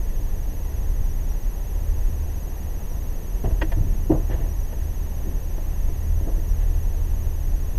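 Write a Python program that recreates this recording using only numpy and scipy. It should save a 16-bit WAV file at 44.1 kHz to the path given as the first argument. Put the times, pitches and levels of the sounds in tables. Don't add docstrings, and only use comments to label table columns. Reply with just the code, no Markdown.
import sys
import numpy as np
from scipy import signal
from scipy.fft import rfft, irfft, next_fast_len
from scipy.io import wavfile
from scipy.ndimage import uniform_filter1d

SR = 44100
rng = np.random.default_rng(int(sys.argv[2]) if len(sys.argv) > 2 else 0)


def dump_mix(stems):
    frames = np.atleast_2d(stems).T
    limited = np.clip(frames, -1, 1)
    pcm = np.round(limited * 32767).astype(np.int16)
    wavfile.write(sys.argv[1], SR, pcm)


N = 343098
TIME = np.arange(N) / SR
HIT_TIME = TIME[:SR // 2]

# time in seconds, firing rate in Hz, relative level in dB.
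ENGINE_EFFORT = [(0, 70, -37), (1.2, 69.5, -30), (1.55, 70, -39), (1.85, 73.5, -27.5), (2.6, 73, -28.5),
                 (3.25, 69.5, -44), (3.95, 79.5, -31.5), (4.4, 78.5, -32), (4.85, 74.7, -29.5),
                 (5.65, 72, -33.5), (5.9, 77.5, -28), (7.0, 78, -27.5), (7.78, 72.5, -32.5)]
# pitch in Hz, relative level in dB.
IDLE_SHAKE = [(24, -27.5), (36, -28), (43, -34)]
# time in seconds, boost or cut in dB.
SHUDDER_SWELL = [(0, -0.5), (.7, -1.5), (.97, 3), (1.58, -4), (2.05, 3), (2.6, -6), (2.85, -1), (4.7, 1),
                 (5.3, -1.5), (5.95, 2), (6.45, 0), (7.78, 2.5)]

# frequency in Hz, relative level in dB.
RUMBLE_SPECTRUM = [(10, -7.5), (20, -14), (28, -3.5), (35, -7), (44, -2.5), (52, -11.5), (68, -12.5),
                   (90, -14), (115, -22), (150, -24.5), (300, -70)]
RATTLE_SPECTRUM = [(60, -4), (130, 8), (230, 0), (330, 2), (480, -3.5), (680, -5), (950, -15.5),
                   (1150, -21.5), (1850, -41), (3300, -39), (5000, -53)]
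TRIM_SPECTRUM = [(150, -29), (320, 1), (700, 4), (1100, -4.5), (1500, -4.5), (1900, -1), (2300, -9.5),
                 (2900, -6), (3600, -20.5), (5000, -19.5), (7500, -28)]
GARAGE_SPECTRUM = [(60, 6), (110, -4.5), (170, 4.5), (245, -1.5), (310, -1), (560, -6.5), (950, -11.5),
                   (1200, -18.5), (1450, -22), (1880, -16.5), (2200, -25), (2700, -22.5), (3700, -31.5),
                   (9000, -54)]
HISS_SPECTRUM = [(1000, 0), (5000, 2.5), (8200, 1), (8900, 4), (10000, 0.5), (12200, 4.5), (13700, 7.5),
                 (14600, 10.5), (15300, -6)]

# pitch in Hz, relative level in dB, fade time in seconds (the time to drop by 60 dB).
PANEL_NOTES = [(128, -21, 0.3), (181.7, -47, .14), (303, -3, 0.075), (317, 3.5, 0.17), (388, -3.5, 0.11),
               (524, -13.5, 0.2), (667, -12, 0.15), (716, -17, 0.16), (916, -12, 0.087), (990, -19, 0.13)]
TRIM_NOTES = [(313, -3, 0.23), (404, 4, 0.054), (500, -9, 0.05), (674, 8.5, 0.075), (730, -8, 0.027),
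              (948, 7.5, 0.052), (1240, -14, 0.026), (1590, -5, 0.036), (1760, 0, 0.09), (1875, 1.5, 0.06),
              (2170, -20, .035), (2730, -5, 0.023), (3230, -6, 0.025)]
# start in seconds, level in dB, build-up in seconds,
# rattle fade time in seconds, treble cut-off in Hz, rattle level against the ringing in dB.
PANEL_KNOCKS = [(3.433, -26, 0.0072, 0.35, 2200, 15), (3.465, -38, 0.0046, 0.16, 1500, 1),
                (3.505, -43, 0.0044, 0.15, 2500, 1), (3.625, -28.5, 0.0046, 0.2, 500, -13),
                (3.765, -25.5, 0.0037, 1, 204, 9), (4.094, -12, 0.0084, 0.072, 950, -9.5),
                (4.111, -18.5, 0.004, 0.27, 2460, 5), (4.291, -30, 0.0056, 0.77, 1520, 10),
                (4.390, -34.5, 0.0031, 0.39, 700, 6), (5.23, -33, 0.027, 0.52, 400, 16),
                (5.579, -32.5, 0.0013, 0.053, 2530, 18), (5.88, -37, 0.0071, 0.21, 902, 3.5),
                (6.208, -36, 0.0035, 0.2, 700, -1), (6.262, -31, 0.012, 0.2, 2500, 3),
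                (6.372, -35, 0.0018, 0.11, 600, 0)]
# start in seconds, relative level in dB, slip length in seconds,
# treble cut-off in Hz, dashboard level against the trim in dB.
TRIM_CREAKS = [(3.440, -42, 0.033, 7000, 4), (3.505, -46.5, 0.018, 5000, 1),
               (3.6137, -25, 0.017, 3970, -21), (3.717, -35, 0.014, 14000, -3.5),
               (4.110, -44, 0.015, 3010, -5), (4.298, -40.5, 0.052, 5500, -3),
               (4.355, -50, 0.13, 3003, -16), (4.724, -47, .015, 4000, 4.5),
               (5.580, -58, 0.0081, 1998, 14.5), (6.59, -49, 0.067, 6060, -8)]
# start in seconds, pitch in Hz, relative level in dB, fade time in seconds.
SHELL_BOOMS = [(3.442, 67, -10.5, 0.085), (3.46, 106, -14, 0.15), (3.503, 170, -19, 0.083),
               (3.523, 38.7, 0, 0.093), (3.613, 37.4, -4.5, 0.23), (3.766, 96, -14.5, 0.38),
               (4.108, 117, -19, .2), (4.305, 60.6, -16, 0.33), (4.308, 109, -21, .14)]

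# pitch in Hz, pitch wander in Hz, level in dB.
EARLY_WHINE = [(6528, 54, -53.5), (13100, 110, -57.5), (13400, 260, -59.5)]
LATE_WHINE = [(6080, 14.4, -57), (5760, 110, -62.5)]
HIGH_WHISTLE = [(11350, 69.6, -53.5)]
LOADED_WHINE = [(5850, 101, -51.5), (9500, 120, -63.5), (11660, 80, -54)]
# start in seconds, length in seconds.
LOAD_SPELLS = [(1.055, 0.011), (1.092, 0.031), (1.29, 0.043), (2.897, 0.039), (4.488, .042), (4.587, 0.021),
               (4.63, 0.013), (6.487, 0.046)]
# pitch in Hz, level in dB.
CLOCK_TONES = [(5000, -78), (9000, -75), (14000, -85)]


def gain(db):
    return 10 ** (np.asarray(db) / 20)


def unit(x):
    return x / np.sqrt(np.mean(x ** 2))


def burst(x):
    return x / np.sqrt(uniform_filter1d(x ** 2, size=600).max())


def curves(table):
    seconds, *columns = np.transpose(table)
    return [np.interp(TIME, seconds, column) for column in columns]


def colour(x, spectrum):
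    hz, db = np.transpose(spectrum)
    n = next_fast_len(2 * len(x), True) // 2 * 2
    log_hz = np.log(np.arange(n // 2 + 1) * SR / n + 1)
    log_gain = np.log(gain(np.interp(log_hz, np.log(hz), db)))
    cepstrum = irfft(log_gain)
    cepstrum[1:n // 2] *= 2
    cepstrum[n // 2 + 1:] = 0
    return irfft(rfft(x, n) * np.exp(rfft(cepstrum)))[:len(x)]


def soften(x, hz):
    return signal.sosfilt(signal.butter(2, min(hz, SR / 3), fs=SR, output="sos"), x)


def wander(rate):
    step = max(int(SR / rate), 2)
    stairs = np.repeat(rng.standard_normal(N // step + 1), step)
    return unit(uniform_filter1d(stairs, step)[:N])


def tone(hz):
    return np.sin(2 * np.pi * np.cumsum(hz) / SR) * np.sqrt(2)


def fade(fade_s):
    return np.exp(-np.log(1000) * HIT_TIME / fade_s)


def ring(notes):
    return sum(gain(db) * fade(fade_s) * np.sin(2 * np.pi * hz * HIT_TIME) for hz, db, fade_s in notes)


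def add(out, start, x):
    i = int(start * SR)
    out[i:i + len(x)] += x[:N - i]


def engine(firing_db=-2, overtone_db=-16, rumble_db=-27, throb_db=2, unsteady_db=2):
    firing_hz, effort_db = curves(ENGINE_EFFORT)
    firing_hz = uniform_filter1d(firing_hz, size=8000)
    shudder_db, = curves(SHUDDER_SWELL)
    throb = gain(effort_db + throb_db * wander(11))
    firing = gain(firing_db) * tone(firing_hz + wander(16))
    overtone = gain(overtone_db) * tone(firing_hz * 3 / 2)
    shake = sum(gain(db + unsteady_db * wander(2.2)) * tone(hz + 0.795 * wander(3.4))
                for hz, db in IDLE_SHAKE)
    rumble = gain(rumble_db) * unit(colour(rng.standard_normal(N), RUMBLE_SPECTRUM))
    return throb * (firing + overtone) + gain(shudder_db) * (shake + rumble)


def panel_knocks():
    out = np.zeros(N)
    for start, db, rise_s, fade_s, cutoff_hz, rattle_db in PANEL_KNOCKS:
        push = 1 - np.exp(-(HIT_TIME / rise_s) ** 2)
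        rattle = colour(rng.standard_normal(len(HIT_TIME)) * fade(fade_s) * push, RATTLE_SPECTRUM)
        hit = burst(ring(PANEL_NOTES) * push) + gain(rattle_db) * burst(rattle)
        add(out, start, gain(db) * burst(soften(hit, cutoff_hz)))
    return out


def slip_clicks(length_s, slips_per_s=1300, scatter_db=2, count=200):
    gaps = rng.uniform(0.4, 1.6, count)
    times = (np.cumsum(gaps) - gaps[0]) / slips_per_s
    sizes = gain(scatter_db * rng.standard_normal(count)) * rng.choice([-1, 1], count)
    load = 1 - np.exp(-(times + 1 / slips_per_s) / (0.23 * length_s))
    release = np.exp(-(times / length_s) ** 4)
    clicks = np.zeros(len(HIT_TIME))
    samples = np.minimum((times * SR).astype(int), len(clicks) - 1)
    np.add.at(clicks, samples, sizes * load * release)
    return clicks


def trim_creaks(ringing_db=-4, cabin_db=-13, cabin_fade_s=0.097, dashboard_hz=700):
    out = np.zeros(N)
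    for start, db, length_s, cutoff_hz, dashboard_db in TRIM_CREAKS:
        clicks = slip_clicks(length_s)
        swell = 1 - np.exp(-HIT_TIME / length_s)
        smear = rng.standard_normal(len(HIT_TIME)) * fade(cabin_fade_s) * swell
        force = burst(clicks) + gain(cabin_db) * burst(smear)
        ringing = signal.fftconvolve(force, ring(TRIM_NOTES))[:len(HIT_TIME)]
        trim = burst(colour(force, TRIM_SPECTRUM)) + gain(ringing_db) * burst(ringing)
        dashboard = gain(dashboard_db) * burst(soften(trim, dashboard_hz))
        add(out, start, gain(db) * (burst(soften(trim, cutoff_hz)) + dashboard))
    return out


def shell_booms(rise_s=0.008):
    out = np.zeros(N)
    push = 1 - np.exp(-HIT_TIME / rise_s)
    for start, hz, db, fade_s in SHELL_BOOMS:
        add(out, start, ring([(hz, db, fade_s)]) * push)
    return out


def garage_noise(level_db=-39.5, flutter_db=0.1):
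    level = gain(level_db + flutter_db * wander(9))
    return level * unit(colour(rng.standard_normal(N), GARAGE_SPECTRUM))


def supply_whine(tones, flicker_db=1):
    out = np.zeros(N)
    for hz, wander_hz, db in tones:
        level = gain(db + flicker_db * wander(150))
        jitter, drift = wander(1300), 0.3 * wander(60)
        out += level * tone(hz + wander_hz * (jitter + drift))
    return out


def electronics(cycle_hz=15, hiss_db=-54):
    phase = TIME * cycle_hz % 1
    early_start, early_end, late_end = 0.02, 0.38, 0.946
    loaded = np.any([(TIME > start) & (TIME < start + length) for start, length in LOAD_SPELLS], axis=0)
    early = (phase > early_start) & (phase < early_end)
    rest = (phase > early_end) & ~loaded
    late = rest & (phase < late_end)
    states = [(early, EARLY_WHINE), (late, LATE_WHINE), (rest, HIGH_WHISTLE), (loaded, LOADED_WHINE)]
    whine = sum(uniform_filter1d(1.0 * on, size=90) * supply_whine(tones) for on, tones in states)
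    clock = sum(gain(db) * tone(np.full(N, hz)) for hz, db in CLOCK_TONES)
    hiss = gain(hiss_db) * unit(colour(rng.standard_normal(N), HISS_SPECTRUM))
    return whine + clock + hiss


def scene():
    return (engine() + garage_noise() + panel_knocks() + trim_creaks() + shell_booms() + electronics())[None]


def record(dry):
    return signal.sosfilt(signal.ellip(10, 0.2, 80, 15250, fs=SR, output="sos"), dry)


dry = scene()
out = record(dry)
dump_mix(out)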